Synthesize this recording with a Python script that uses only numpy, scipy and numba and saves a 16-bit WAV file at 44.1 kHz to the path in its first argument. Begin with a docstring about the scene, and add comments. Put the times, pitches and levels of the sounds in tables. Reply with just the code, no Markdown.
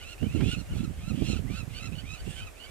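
"""Dry woodland clearing, the camera microphone out in gusty wind that buffets its two ports, mostly the right.
Several animals twitter some way off: harmonic voices slide up and swell, most then drop, with a short tail
from the trees. Rasp and breath noise roughen them. The wind is low-passed noise, its corner rising with level.
Two small knocks on the microphone body are decaying noise bands; a dry high rustle swells once.
A faint, wavering hiss of shaped noise, mostly unrelated left and right, lies under all."""
import sys
import numpy as np
from scipy import signal
from scipy.fft import rfft, irfft
from scipy.io import wavfile
from scipy.ndimage import uniform_filter1d, map_coordinates
from numba import njit

SR = 44100
rng = np.random.default_rng(int(sys.argv[2]) if len(sys.argv) > 2 else 0)


def log_audio(samples):
    """Write samples as a 16-bit WAV file to the path given in sys.argv[1]."""
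    # one column per channel
    frames = np.atleast_2d(samples).T
    # limit to full scale, then quantise
    limited = np.clip(frames, -1, 1)
    pcm = np.round(limited * 32767).astype(np.int16)
    wavfile.write(sys.argv[1], SR, pcm)


N = 119070

# Background hiss, spectral density: [f/Hz, relative level/dB]
AIR_SPECTRUM = [(100, -12), (300, -7), (500, -7), (720, -7.5), (950, -15.5), (1400, -14), (2500, -15.5),
                (3800, -22), (5500, -22.5), (8000, -20), (13000, -26.5), (15500, -34)]
# Lean of the hiss between the sides: [f/Hz, left minus right/dB]
AIR_LEAN = [(100, -7.5), (700, -2.5), (2400, -5.5), (4400, 0), (15000, -.5)]
# Wind level on each port: [t/s, level/dB]
WIND_LEFT_PORT = [(0.0, -52), (0.249, -44), (0.289, -32), (0.339, -47), (0.379, -34), (0.419, -42),
                  (0.464, -38), (0.544, -38.5), (0.599, -63), (0.728, -26.5), (0.763, -42), (0.838, -38),
                  (0.918, -47), (0.983, -37.5), (1.147, -49), (1.272, -45), (1.302, -59), (1.322, -36.5),
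                  (1.367, -47), (1.412, -53), (1.566, -44), (1.611, -56), (1.726, -58), (1.801, -47),
                  (1.846, -61), (2.005, -80), (2.075, -41), (2.12, -69), (2.18, -58), (2.225, -31),
                  (2.27, -67), (2.335, -59), (2.444, -35), (2.484, -49), (2.599, -58), (2.699, -51)]
WIND_RIGHT_PORT = [(0.0, -46), (0.015, -41.5), (0.12, -45.5), (0.19, -47.5), (0.234, -18), (0.324, -35.5),
                   (0.349, -22), (0.459, -19), (0.544, -31), (0.614, -25), (0.634, -38.5), (0.673, -44.5),
                   (0.738, -27), (0.813, -25), (0.868, -31.5), (0.903, -24.5), (0.923, -34.5),
                   (0.968, -40.5), (0.988, -29.5), (1.023, -37), (1.137, -22.5), (1.197, -29.5),
                   (1.222, -19), (1.247, -29), (1.302, -23), (1.457, -29), (1.502, -26.5), (1.561, -33),
                   (1.626, -28.5), (1.661, -40), (1.686, -31), (1.796, -38.5), (1.916, -30), (2.015, -36.5),
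                   (2.035, -33.5), (2.085, -37.5), (2.14, -35.5), (2.175, -46.5), (2.29, -28), (2.32, -39),
                   (2.38, -38.5), (2.405, -37.5), (2.499, -46), (2.649, -50.5), (2.679, -46), (2.699, -44)]
# Small knocks on the microphone body:
# [t/s, starting level/dB, centre f/Hz, 60 dB decay/s, left minus right/dB]
BODY_KNOCKS = [(.229, -32.5, 730, 0.012, -21), (.407, -34.5, 1500, 0.054, -9.5)]
# Animal calls: [t of the slide's top/s, rise/s, start f/Hz, top f/Hz, level of second harmonic at the top/dB,
# roughness/0-1, left minus right/dB, fundamental/dB, overtones/dB, breath/dB]
# The last three are relative to the second harmonic; the tables below and the slide shift them further.
CALLS = [(.04, 0.083, 1400, 1495, -48.5, 0.26, -4, -8, -17, -3.5),
         (.125, .125, 950, 1443, -44.5, 0.13, -9, -11.5, -11, -7.5),
         (.262, 0.089, 1190, 1510, -46, .2, -9, -11, -26, -10),
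         (.362, .13, 1000, 1397, -46, 0.1, -10, -11, -14.5, -12),
         (.41, .12, 880, 1110, -50, 0.33, -7, -9, -34, -0.5),
         (.52, .17, 1330, 1770, -46, 0.1, -2, -13, -18, -10),
         (.535, .125, 1059, 1450, -36.5, 0, -8, -12.5, -12.5, -5),
         (.602, 0.053, 1320, 1420, -48.5, 0.17, -8, -6, -3, -8),
         (.73, .08, 1322, 1450, -55, 0.27, -10, -2, -18, -6),
         (.775, .05, 1372, 1450, -61, .5, -11, 3, 3, 6),
         (.81, 0.11, 1300, 1746, -55, 0.53, -8, -6, -20, -3),
         (.842, 0.12, 1000, 1406, -50, 0.01, -7, -1.5, -6, -5),
         (1.03, 0.16, 1330, 1614, -59, 0.61, -7, -20, -19, 0),
         (1.1, 0.12, 950, 1387, -48, 0, -7.5, -2, -7, -8),
         (1.27, 0.15, 1350, 1650, -46, 0.26, -7, -20, -14, -2),
         (1.322, .085, 1300, 1430, -39.5, 0.07, -10, -17, -4.5, -4.5),
         (1.335, .15, 1110, 1307, -46.5, 0.08, -9, -8.5, -5.5, -15),
         (1.364, 0.043, 1300, 1460, -42, 0.25, -7.5, -6.5, -10, -10),
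         (1.39, .05, 1350, 1530, -50.5, 0, -8, -13, -14, -3),
         (1.58, .09, 1200, 1528, -56.5, 0.2, -7, 6, 4, 7),
         (1.6, .135, 870, 1375, -42.5, 0, -9, -6.5, -9.5, -14),
         (1.788, 0.094, 1140, 1514, -43, 0.29, -8, -12, -6.5, -6.5),
         (1.845, 0.054, 1200, 1030, -51.5, 0.3, -8, -18, -20, -23),
         (1.865, .14, 962, 1365, -44, 0.22, -6.5, -6, -7.5, -8.5),
         (2.008, .1, 1170, 1518, -44.5, 0.29, -11, -10.5, -11.5, -8.5),
         (2.1, 0.061, 1400, 1650, -57, .5, -8, -17, -16, -2),
         (2.147, 0.12, 960, 1325, -42, .1, -8.5, -11, -9, -14),
         (2.212, 0.085, 1250, 1520, -53, .25, -9, -3, -5, -5),
         (2.315, 0.077, 1280, 1424, -48.5, 0.43, -11, -9, -31, -3.5),
         (2.335, .09, 1450, 1730, -55.5, 0.26, -10, -3, -16, 3),
         (2.402, .065, 1460, 1535, -42.5, 0.19, -10, -3, -19, -3),
         (2.436, .035, 1470, 1555, -45, 0.2, -8, -14, -17, -13),
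         (2.468, 0.1, 1030, 1336, -44.5, 0.1, -10, -9.5, -14, -17),
         (2.657, .11, 1090, 1532, -45.5, 0.22, -12, -10, -11.5, -12),
         (2.72, .1, 950, 1200, -49, 0.1, -9, -12, -13, -7)]
# Breath noise in the voices: [f/Hz, relative level/dB]
BREATH_SPECTRUM = [(900, -32), (1500, -14), (2800, 8.5), (4500, -4.5), (6000, -7), (8500, -5.5),
                   (12000, -21), (15500, -32)]
# Harmonics 3 to 7, added to each call's overtones: [level/dB]
UPPER_HARMONICS_DB = [4.5, -2, 1.5, -3.5, -16]

AIR_DB, AIR_FLICKER_DB = -51.5, .7
AIR_ALIKE = 0.24  # share of the noise power common to both sides before shaping
RUSTLE_FROM_S, RUSTLE_S, RUSTLE_DB, RUSTLE_HZ = 2.2, .23, -57, 8200
WIND_CORNER_HZ, WIND_HZ_PER_DB = 235.6, 7  # right port at -19 dB; stronger wind is brighter
WIND_LOW_HZ, LEFT_DULL = 41.7, 0.72  # low cut; corner factor of the left port
EDDY_PER_S, EDDY_DB, GUST_S = 70, 5, 0.028
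SCOOP_SHARE, SCOOP_BEND = .55, 4  # a quick scoop starts the slide, the rest is a straight rise
DROP_S, DROP_SHARE = 0.0268, 0.1136  # fall after the top, as a share of the pitch
HOARSE_HZ, HIGH_VOICE_HZ = 1480, 1600  # tops above the first trill; above the second they fade without a drop
HOARSE_DROP_SHARE, HOARSE_DULL_DB = .2, -14  # hoarse voices drop further; harmonics from the fourth are weaker
TRILL_HZ, TRILL_SHARE = 130, .055
WOBBLE, RASP_HZ = .007, 350  # pitch wobble share before roughness widens it
SWELL_DB, LATE_DB = 9, 10  # rise along the slide; extra rise of all harmonics but the second
PATCHY_DB, PATCHY_PER_S = 1.6, 80  # each harmonic flickers on its own
TREBLE_PAN = 0.68  # overtones and breath lean less to one side
TREES_T60_S, TREES_DB, LEFT_LEAD_S = 0.081, -10, .00007
TOP_HZ = 15600


def undb(db):
    """Amplitude factor of a level in dB."""
    return 10 ** (np.asarray(db) / 20)


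def unit(x):
    """Scale to rms 1."""
    return x / np.sqrt(np.mean(x ** 2))


def on_log(hz, table):
    """Read a (Hz, value) table on a log-frequency axis."""
    table = np.array(table)
    return np.interp(np.log(np.maximum(hz, 1)), np.log(table[:, 0]), table[:, 1])


def coloured(table):
    """Noise with the spectrum of a (Hz, dB) table, rms 1."""
    hz = np.arange(N // 2 + 1) * SR / N
    return unit(irfft(rfft(rng.standard_normal(N)) * undb(on_log(hz, table)), N))


def walk(rate):
    """Random levels, `rate` a second, joined by straight slews; rms 1."""
    k = int(SR / rate)
    steps = np.repeat(rng.standard_normal(N // k + 1), k)
    return unit(uniform_filter1d(steps, k)[:N])


def pan(db):
    """Gains of left and right for a left-minus-right level, their mean kept at 1."""
    gains = undb(np.array([db, -db]) / 2)
    return 2 * gains / gains.sum(axis=0)


@njit
def low(x, hz):
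    """State-variable low-pass whose corner moves sample by sample."""
    y, band, level = np.empty(len(x)), 0., 0.
    for i in range(len(x)):
        g = np.tan(np.pi * hz[i] / SR)
        v = (band + g * (x[i] - level)) / (1 + g * (g + 1.3))
        y[i] = level + g * v
        band, level = 2 * v - band, level + 2 * g * v
    return y


def air():
    """Faint hiss: shaped noise, mostly unrelated left and right, wavering a little."""
    hz = np.arange(N // 2 + 1) * SR / N
    common = np.sqrt(AIR_ALIKE) * rng.standard_normal(N)
    sides = []
    for sign in (1, -1):
        noise = common + np.sqrt(1 - AIR_ALIKE) * rng.standard_normal(N)
        gain = undb(on_log(hz, AIR_SPECTRUM) + sign * on_log(hz, AIR_LEAN) / 2)
        sides.append(irfft(rfft(noise) * gain, N))
    return unit(np.array(sides) * undb(AIR_FLICKER_DB * walk(6))) * undb(AIR_DB)


def rustle():
    """A dry high rustle: a band of noise, its level grainy, that swells and fades once."""
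    progress = np.clip((np.arange(N) / SR - RUSTLE_FROM_S) / RUSTLE_S, 0, 1)
    band = [(RUSTLE_HZ * 0.59, -30), (RUSTLE_HZ * 0.96, 0), (RUSTLE_HZ * 1.1, 0), (RUSTLE_HZ * 1.45, -30)]
    noise = np.array([coloured(band), coloured(band)])
    return noise * np.sin(np.pi * progress) * undb(RUSTLE_DB + 4.3 * walk(60))


def wind():
    """Eddies of uneven size thump each port on its own; turbulence is brighter when strong."""
    t, ports = np.arange(N) / SR, []
    low_cut = signal.butter(3, WIND_LOW_HZ, "high", fs=SR, output="sos")
    span = int(GUST_S * SR)
    for table, dull in ((WIND_LEFT_PORT, LEFT_DULL), (WIND_RIGHT_PORT, 1)):
        db, eddy = np.interp(t, *np.array(table).T), walk(EDDY_PER_S)
        hz = np.clip(dull * (WIND_CORNER_HZ + WIND_HZ_PER_DB * (db + 19 + 2 * eddy)), 50, 900)
        rumble = low(low(rng.standard_normal(N), hz), 1.61 * hz)
        # the square root evens out the power as the band widens
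        rumble = signal.sosfilt(low_cut, rumble / np.sqrt(hz) * undb(EDDY_DB * eddy))
        # over a gust's span the table sets the level; shorter eddies remain
        power = uniform_filter1d(uniform_filter1d(rumble ** 2, span), span)
        ports.append(rumble / np.sqrt(power + 1e-12) * undb(db))
    return np.array(ports)


def knocks():
    """Small knocks on the microphone body: broad noise bands that die away quickly."""
    out, n = np.zeros((2, N)), np.arange(SR // 10) / SR
    for start_s, db, hz, t60, pan_db in BODY_KNOCKS:
        sos = signal.butter(2, [hz * .6, hz * 1.6], "band", fs=SR, output="sos")
        noise = unit(signal.sosfilt(sos, rng.standard_normal(len(n))))
        tick = noise * undb(db - 60 * n / t60)
        i = int(start_s * SR)
        out[:, i:i + len(n)] += pan(pan_db)[:, None] * tick
    return out


def call_pitch(from_hz, top_hz, up, down, trill):
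    """Upward slide, then a drop; `up` falls 1 to 0 before the top, `down` rises 0 to 1 after it."""
    hoarse = top_hz > HOARSE_HZ
    drop = HOARSE_DROP_SHARE if hoarse else DROP_SHARE
    if top_hz > HIGH_VOICE_HZ:
        drop = 0
    slide = SCOOP_SHARE * up ** SCOOP_BEND + (1 - SCOOP_SHARE) * up
    hz = (top_hz - (top_hz - from_hz) * slide) * (1 - drop * np.sin(np.pi * down / 2))
    # the trill is a falling sawtooth, deepest early in the slide
    return hz * (1 + hoarse * TRILL_SHARE * np.sqrt(up + 0.067) * (1 - 2 * trill))


def harmonic_levels(low_db, over_db, hoarse, up, down):
    """Levels of harmonics 1 to 7 against the second; the others come late, the upper ones leave early."""
    levels = [low_db - LATE_DB * up, 0]
    for n, own_db in enumerate(UPPER_HARMONICS_DB):
        dull_db = HOARSE_DULL_DB * hoarse * (n > 0)
        levels.append(over_db + own_db - LATE_DB * (up + down) + dull_db)
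    return levels


def among_trees(calls):
    """Short diffuse reflections: a decaying noise tail from 8 ms on, separate left and right."""
    n = np.arange(SR // 2) / SR
    tail = rng.standard_normal((2, len(n))) * undb(-60 * n / TREES_T60_S) * (n > .008)
    tail /= np.sqrt((tail ** 2).sum(axis=1, keepdims=True))
    return calls + undb(TREES_DB) * signal.fftconvolve(calls, tail, axes=1)[:, :N]


def animals():
    """Harmonic voices slide up and swell, then break off; rough ones rasp and wobble more."""
    out, t = np.zeros((2, N)), np.arange(N) / SR
    wobble, rasp, patch = walk(90), walk(RASP_HZ), walk(PATCHY_PER_S)
    breath = np.array([coloured(BREATH_SPECTRUM), coloured(BREATH_SPECTRUM)])
    breath[0] = np.sqrt(.5) * breath.sum(axis=0)  # left shares half its power with the right
    trill = np.cumsum(TRILL_HZ * (1 + .2 * walk(40)) / SR) % 1
    for k, call in enumerate(CALLS):
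        top_s, rise_s, from_hz, top_hz, db, rough, pan_db, low_db, over_db, breath_db = call
        rough = np.clip(rough, .1, 1)  # no voice is quite clean
        hoarse = top_hz > HOARSE_HZ
        i = np.flatnonzero((t > top_s - rise_s) & (t < top_s + DROP_S))
        j = (i + 7919 * k) % N  # each call reads its own stretch of the random signals
        up = np.clip((top_s - t[i]) / rise_s, 0, 1)
        down = np.clip((t[i] - top_s) / DROP_S, 0, 1)

        hz = call_pitch(from_hz, top_hz, up, down, trill[j])
        phase = 2 * np.pi * np.cumsum(hz * (1 + WOBBLE * (1 + 4 * rough) * wobble[j])) / SR
        treble_sides = pan(pan_db * TREBLE_PAN)[:, None]
        tone = 0
        for n, level in enumerate(harmonic_levels(low_db, over_db, hoarse, up, down)):
            sides = treble_sides if n > 1 else pan(pan_db)[:, None]
            flicker = PATCHY_DB * patch[(j + 5003 * n) % N]
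            tone = tone + sides * undb(level + flicker) * np.sin((n + 1) * phase + n * n)

        rasping = tone * (np.sqrt(1 - rough) + np.sqrt(rough) * rasp[j])
        hiss = treble_sides * undb(breath_db) * (1 - down) * breath[:, j]
        fade = (1 - down) ** 2 if hoarse else 1 - down ** 2
        attack = np.minimum((1 - up) * 8, 1)
        out[:, i] += (rasping + hiss) * undb(db - SWELL_DB * up) * attack * fade
    # the calls reach the left port slightly earlier
    out[0] = map_coordinates(out[0], [np.arange(N) + LEFT_LEAD_S * SR], mode="nearest")
    return among_trees(out)


def scene():
    """The clearing at the microphone, background to main source."""
    return air() + rustle() + wind() + knocks() + animals()


def record(dry):
    """The camera cuts the top with a steep elliptic low-pass."""
    return signal.sosfilt(signal.ellip(12, .2, 70, TOP_HZ, fs=SR, output="sos"), dry)


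dry = scene()
out = record(dry)
log_audio(out)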